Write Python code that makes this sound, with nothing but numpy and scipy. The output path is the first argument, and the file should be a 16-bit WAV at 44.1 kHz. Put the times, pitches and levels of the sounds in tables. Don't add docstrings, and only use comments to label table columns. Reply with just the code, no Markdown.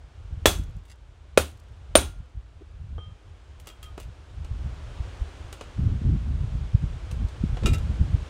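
import sys
import numpy as np
from scipy import signal
from scipy.fft import rfft, irfft, next_fast_len
from scipy.io import wavfile
from scipy.ndimage import uniform_filter1d

SR = 44100
rng = np.random.default_rng(int(sys.argv[2]) if len(sys.argv) > 2 else 0)


def store_pcm(level_fs):
    pcm = np.round(np.clip(level_fs, -1, 1) * 32767).astype(np.int16)
    wavfile.write(sys.argv[1], SR, np.atleast_2d(pcm).T)


N = 365588
TIME = np.arange(N) / SR

# time_s, level_db
WIND = [(0.0, -47), (0.64, -37.5), (1.06, -48), (1.6, -47.5), (2.1, -36.5), (2.28, -50.2), (2.68, -45.5),
        (2.92, -33), (3.2, -47), (3.8, -47.5), (4.08, -38.5), (4.21, -49.5), (4.45, -32.5), (5.74, -45),
        (5.8, -26.5), (6.73, -29.5), (8.23, -31.5), (8.29, -45.5)]
# centre_s, pitch_hz, swing_db, wake_db
BUFFETS = [(0.332, 76, -29, -32.5), (0.77, 101, -25.5, -35), (2.204, 100, -27, -37),
           (2.377, 71.4, -28.5, -34.5), (4.515, 75, -18.5, -44), (5.008, 60.6, -20, -33),
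           (5.22, 54.7, -17, -38), (5.796, 113, -13.5, -25.5), (5.875, 92, -11, -39),
           (6.018, 167, -22, -50), (6.142, 65, -18.5, -26.5), (6.751, 93, -4.5, -27.5),
           (6.841, 109, -21, -23.5), (7.251, 87.4, -16, -28), (7.44, 167, -9.5, -24.5),
           (7.532, 91, -15.5, -26), (7.652, 149, -15.5, -19.5), (7.719, 76, -14, -19),
           (8.016, 87, -10.5, -21.5), (8.15, 80, -8.5, -24)]
# frequency_hz, density_db_per_hz
RUMBLE = [(12, -37), (22, -14.5), (48, 7.5), (80, 4), (135, -9), (220, -30.5), (400, -51), (800, -91.5)]
# frequency_hz, density_db_per_hz
FLUTTER = [(60, -24.5), (130, 7.5), (200, -1), (300, -11.5), (450, -22.5), (900, -61.5), (3000, -110)]
# time_s, level_db
BREEZE = [(0.0, -61.5), (0.6, -57.5), (0.92, -64), (2.03, -60), (2.38, -64), (4.41, -57), (4.62, -53.5),
          (5.06, -50.5), (6.12, -53), (7.32, -51.5), (7.69, -49), (8.29, -49.5)]
# frequency_hz, density_db_per_hz
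LEAVES_BODY = [(120, -6.5), (300, 3), (550, 1), (1000, -2.5), (1500, -3.5), (2200, -12), (3200, -20),
               (6000, -53)]
# frequency_hz, density_db_per_hz
LEAVES_HISS = [(1200, -23.5), (2200, -1), (3200, 0), (4500, -6), (7000, -10), (9500, -15.5), (11500, -29),
               (16000, -33)]
# start_s, crack_db, stump_db, stump_pitch_ratio, stump_ring_ratio, chisel_glancing_db,
# chisel_square_db, wire_db, scatter_db, treble_db, air_puff_db
BLOWS = [(0.4568, -5, -3, 0.6, 0.55, -17, -22.5, -26, -15, 1.5, -23.5),
         (1.3751, -6, 3.5, 0.7, 0.56, -46.5, -17.5, -10, -20, -1.5, -39),
         (1.9535, -2.5, 2.5, 1.05, 0.85, -40.5, -4.5, -21.5, -14.5, -2.5, -23.5)]
# frequency_hz, density_db_per_hz
CRACK = [(100, -12.5), (300, 3.5), (600, 7.5), (790, -10.5), (1100, -9), (1400, -1), (2000, -9),
         (2500, -10.5), (3500, -4), (5000, -15), (8500, -14.5), (11000, -29.5), (16000, -24.5)]
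# frequency_hz, density_db_per_hz
SCATTER = [(100, -9), (300, 3.5), (600, 2.5), (820, 0.5), (1100, -2), (1400, -1.5), (2000, -8.5),
           (2600, -4.5), (3900, -5), (5000, -10), (6400, -8), (9000, -8.5), (11000, -12), (16000, -17.5)]
# frequency_hz, t60_s
GARDEN_T60 = [(100, 0.44), (500, 0.22), (1500, 0.24), (4000, .27), (9000, 0.23), (16000, 0.23)]
# frequency_hz, level_db, t60_s
STUMP = [(300, -26.5, 0.058), (423, -8, .022), (561, 7, .024), (790, -12, 0.021)]
# frequency_hz, level_db, t60_s
GROUND = [(75.04, -20.5, .5), (109, -31.5, 0.32)]
# frequency_hz, level_db, t60_s
CHISEL_BENDING = [(1402, -25, .42), (3368, -1, .31), (3445, -6, .16), (3878, -12, .12), (6290, -17, .28),
                  (6875, -17, .12)]
# frequency_hz, level_db, t60_s
CHISEL_LENGTHWISE = [(9075, 0, .05), (9040, -8, .05), (9060, -23, .24), (1402, -38, .55), (3878, -37, .26),
                     (6400, -36, .33)]
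# frequency_hz, level_db, t60_s
PINCHED_WIRE = [(875, -9.5, 0.049), (1420, -5, 0.033), (2520, 0.5, 0.028)]
# delay_s, level_db
ECHOES = [(.0095, -22), (.021, -22)]
# frequency_hz, density_db_per_hz
CRUMB = [(1500, -23.5), (4000, -4.5), (8000, -1.5), (12000, -9.5), (16000, -18)]
# start_s, tick_db, tick_top_hz, wood_knock_db, chisel_ring_db,
# wire_ring_db, ring_length_ratio, rebound_db (on top of the softer contact)
TOUCHES = [(0.853, -60, 14900, -69, -77, -79, .3, -18.5), (2.617, -79.5, 1500, -61, -76, -78, 0.99, -25),
           (2.981, -72, 2200, -40, -48.5, -78, 1, -4), (3.599, -51.5, 15000, -71, -66, -77, 0.26, -22),
           (3.671, -41.5, 15000, -42.5, -49, -51, 0.31, 0),
           (3.829, -44, 15000, -59, -43.5, -54, 0.38, -5.5), (3.978, -48, 9000, -35, -69.5, -45, 0.27, -10),
           (4, -45, 15000, -46, -70, -53, 0.43, -8), (4.446, -50, 8000, -47, -72.5, -56, 0.37, -20),
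           (5.527, -40.5, 11600, -41, -70, -43, 0.25, -20),
           (5.610, -39.5, 6300, -33, -65.5, -42.5, 0.28, -9),
           (7.113, -42.5, 10100, -40, -70, -51, 0.23, -22),
           (7.286, -49.5, 7940, -67, -89.5, -60, 0.36, -20), (7.570, -38.5, 3500, -35, -62, -52, .2, -20),
           (7.635, -36.5, 4000, -41, -66.5, -57, .3, -20),
           (7.659, -24.5, 7250, -44, -61, -23.5, 0.43, -11.5),
           (7.669, -34, 12000, -41, -54, -37, 0.66, -22), (7.736, -40, 14000, -54, -65, -36, 0.59, -31),
           (7.782, -45, 9900, -54, -72, -62, .7, -20)]
# frequency_hz, density_db_per_hz
TICK = [(200, -1), (1000, -2), (3000, 5), (5000, -1), (8000, 1.5), (11000, -3.5), (16000, -2.5)]
# frequency_hz, density_db_per_hz
KNOCK = [(120, -26), (250, 2.5), (450, 7), (800, -1), (1350, -2.5), (2200, -21), (5000, -69)]
# frequency_hz, level_db, t60_s
LOOSE_CHISEL = [(1235, -7.5, .5), (3171, 0, .27), (5700, -16, .09), (9640, -20, .13), (10550, -22, .15)]
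# frequency_hz, level_db, t60_s
WIRE = [(1315, -4, .19), (2440, -1, .11), (2760, -1, .13), (3790, -6, .12), (4750, -13, .08),
        (6200, -12, .09), (6950, -11, .09), (7810, -13, .13), (8500, -14, .09)]
# centre_s, half_width_s, grit_db, wood_db
SCRAPES_AND_THUDS = [(0.913, 0.023, -51.5, -77), (2.618, 0.009, -80, -48), (3.687, 0.023, -49, -64),
                     (3.845, 0.015, -51, -75), (4.018, 0.024, -51, -55.5), (7.633, 0.0087, -62.5, -28.5),
                     (7.681, 0.023, -50, -27.5), (7.744, 0.014, -37, -41)]

RUMBLE_DB = 0
LUMPY_DB, LUMPS_PER_S = 3.8, 7
GUST_DB = -28
FLUTTER_DB, FLUTTER_GROWTH = -41, 1.8
EDDY_CYCLES, WAKE_S = 0.28, 0.029
LEAVES_BODY_DB, LEAVES_HISS_DB = .5, -6
CRACK_FOOT_HZ = 290
REBOUND_S, REBOUND_RING, REBOUND_SOFTER_DB = 0.029, 1.2, -14
CUTOFF_HZ = 15700


def from_db(db):
    return 10 ** (np.asarray(db) / 20)


def rms_one(x):
    return x / np.sqrt(np.mean(x ** 2) + 1e-20)


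def in_time(rows):
    s, *columns = np.transpose(rows)
    return [np.interp(TIME, s, column) for column in columns]


def at_hz(points, hz):
    points_hz, values = np.array(points)[:, :2].T
    return np.interp(np.log(hz), np.log(points_hz), values)


def low_pass(x, hz, order=2):
    return signal.sosfilt(signal.butter(order, min(hz, .45 * SR), fs=SR, output="sos"), x)


def add(out, s, sound):
    i = max(round(s * SR), 0)
    out[i:i + len(sound)] += sound[:max(N - i, 0)]


def noise(spectrum, size):
    padded = next_fast_len(size)
    hz = np.maximum(np.fft.rfftfreq(padded, 1 / SR), 1)
    coloured = rfft(rng.standard_normal(padded)) * from_db(at_hz(spectrum, hz))
    return rms_one(irfft(coloured, padded)[:size])


def dying(t60):
    return np.exp(-np.log(1000) * TIME[:SR] / t60)


def swell(rise_s):
    return 1 - np.exp(-(TIME[:SR] / rise_s) ** 2)


def drift(rate):
    step = 40
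    pole = np.exp(-2 * np.pi * rate * step / SR)
    chance = rng.standard_normal(N // step + 2002)
    slow = signal.lfilter([1], [1, -2 * pole, pole * pole], chance)[2000:]
    return np.interp(np.arange(N) / step, np.arange(len(slow)), rms_one(slow))


def swing(s, hz, width):
    out = np.zeros(N)
    near = slice(max(int(s * SR) - SR // 16, 0), int(s * SR) + SR // 16)
    cycles = (TIME[near] - s) * hz
    out[near] = np.cos(2 * np.pi * cycles) / np.cosh(cycles / width)
    return out


def wind():
    level_db = in_time(WIND)[0] + LUMPY_DB * drift(LUMPS_PER_S)
    wakes = sum(from_db(wake_db) * np.exp(-((TIME - s) / WAKE_S) ** 2) for s, _, _, wake_db in BUFFETS)
    strength = np.hypot(from_db(level_db), wakes)
    flow = noise(RUMBLE, N)
    flow = flow / np.sqrt(uniform_filter1d(flow ** 2, size=2200) + 1e-6)
    growth = (strength / from_db(GUST_DB)) ** FLUTTER_GROWTH
    flutter = from_db(FLUTTER_DB) * growth * noise(FLUTTER, N)
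    eddies = sum(from_db(db) * swing(s, hz, EDDY_CYCLES) for s, hz, db, _ in BUFFETS)
    return from_db(RUMBLE_DB) * strength * flow + flutter + eddies


def leaves():
    breeze_db, = in_time(BREEZE)
    body = from_db(breeze_db + LEAVES_BODY_DB) * noise(LEAVES_BODY, N)
    hiss = from_db(breeze_db + LEAVES_HISS_DB) * noise(LEAVES_HISS, N)
    return body + hiss


def ring(modes, pitch=1, length=1):
    return sum(from_db(db) * dying(t60 * length) * np.sin(2 * np.pi * hz * pitch * TIME[:SR])
               for hz, db, t60 in modes)


def burst(spectrum, length_s):
    return noise(spectrum, SR) * np.exp(-(TIME[:SR] / length_s) ** 2)


def scatter(spectrum, early_db, early_t60):
    hz = np.fft.rfftfreq(SR, 1 / SR)
    whole = rfft(noise(spectrum, SR))
    edges = np.geomspace(40, 20000, 9)
    early = from_db(early_db) * dying(early_t60)
    out = np.zeros(SR)
    for low, high in zip(edges, edges[1:]):
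        band = irfft(whole * (hz >= low) * (hz < high), SR)
        tail = dying(at_hz(GARDEN_T60, np.sqrt(low * high)))
        out += band * (tail + early)
    return out / np.sqrt(2)


def wavering(sound, wet_db):
    paths = rng.standard_normal(SR) * dying(.13) * swell(0.0078)
    reflected = signal.fftconvolve(sound, paths / np.linalg.norm(paths))[:SR]
    return sound + from_db(wet_db) * reflected


def blows():
    out = np.zeros(N)
    for (s, crack_db, stump_db, pitch, length, glancing_db, square_db,
         wire_db, scatter_db, treble_db, puff_db) in BLOWS:
        foot = signal.butter(2, CRACK_FOOT_HZ * pitch ** 3, "high", fs=SR, output="sos")
        crack = from_db(crack_db) * signal.sosfilt(foot, burst(CRACK, length_s=0.0055))
        crack += from_db(scatter_db) * scatter(SCATTER, early_db=-5.0, early_t60=0.049) * swell(0.0029)
        dull = low_pass(crack, 3000, order=1)
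        add(out, s, dull + from_db(treble_db) * (crack - dull))
        thud = from_db(stump_db) * ring(STUMP, pitch, length) * swell(.0028)
        rocking = ring(GROUND, length=length ** .5) * swell(.012)
        add(out, s, thud + rocking)
        add(out, s + 0.015, from_db(puff_db) * burst(RUMBLE, length_s=.025) * swell(.004))
        chisel = from_db(glancing_db) * ring(CHISEL_BENDING)
        chisel += from_db(square_db) * ring(CHISEL_LENGTHWISE) * swell(0.0035)
        add(out, s, wavering(chisel, wet_db=-7.0) + from_db(wire_db) * ring(PINCHED_WIRE))
    return out


def echoes(x):
    out = np.zeros(N)
    dull = low_pass(x, 2500)
    for delay, db in ECHOES:
        add(out, delay, from_db(db) * dull)
    return out


def crumbs(per_s, level_db, settle_s):
    out = np.zeros(N)
    for s, *_, treble_db, _ in BLOWS:
        landings = (rng.random(SR) < per_s / SR) * rng.standard_normal(SR) * dying(settle_s)
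        patter = signal.fftconvolve(landings, burst(CRUMB, length_s=0.0048))[:SR]
        add(out, s + 0.049, from_db(level_db + 3 * treble_db) * patter)
    return out


def contact(tick_db, top_hz, knock_db, chisel_db, wire_db, length):
    tick = burst(TICK, length_s=0.004) + from_db(-9) * scatter(TICK, early_db=7.0, early_t60=0.059)
    knock = noise(KNOCK, SR) * dying(0.055) * swell(0.00056)
    pitch = 1 + .22 * max(.47 - length, 0)
    metal = from_db(chisel_db) * ring(LOOSE_CHISEL, pitch, length)
    metal += from_db(wire_db) * ring(WIRE, pitch, length)
    struck = from_db(tick_db) * low_pass(tick, top_hz) + from_db(knock_db) * knock
    return struck + wavering(low_pass(metal, 2 * top_hz), wet_db=-5.5)


def touches():
    out = np.zeros(N)
    for s, tick_db, top_hz, knock_db, chisel_db, wire_db, length, rebound_db in TOUCHES:
        add(out, s, contact(tick_db, top_hz, knock_db, chisel_db, wire_db, length))
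        again = contact(tick_db + REBOUND_SOFTER_DB, top_hz, knock_db + REBOUND_SOFTER_DB,
                        chisel_db, wire_db, min(length * REBOUND_RING, 1))
        add(out, s + REBOUND_S, from_db(rebound_db) * again)
    return out


def scrapes_and_thuds(impulses_per_s):
    impulses = (rng.random(N) < impulses_per_s / SR) * rng.standard_normal(N)
    grit = rms_one(signal.fftconvolve(impulses, burst(TICK, length_s=0.0025))[:N])
    grit = low_pass(grit, 7200)
    wood = rms_one(signal.fftconvolve(impulses, ring(STUMP, pitch=0.68))[:N])
    out = np.zeros(N)
    for s, half_width, grit_db, wood_db in SCRAPES_AND_THUDS:
        envelope = np.exp(-((TIME - s) / half_width) ** 2)
        out += (from_db(grit_db) * grit + from_db(wood_db) * wood) * envelope
    return out


def scene():
    work = blows() + crumbs(per_s=55, level_db=-50.5, settle_s=0.87)
    work += touches() + scrapes_and_thuds(impulses_per_s=830)
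    return (wind() + leaves() + work + echoes(work))[None]


def record(dry):
    ceiling = .95
    rounded = dry / (1 + (dry / ceiling) ** 4) ** .25
    top_cut = signal.ellip(10, .1, 80, CUTOFF_HZ, fs=SR, output="sos")
    return signal.sosfilt(top_cut, rounded)


dry = scene()
out = record(dry)
store_pcm(out)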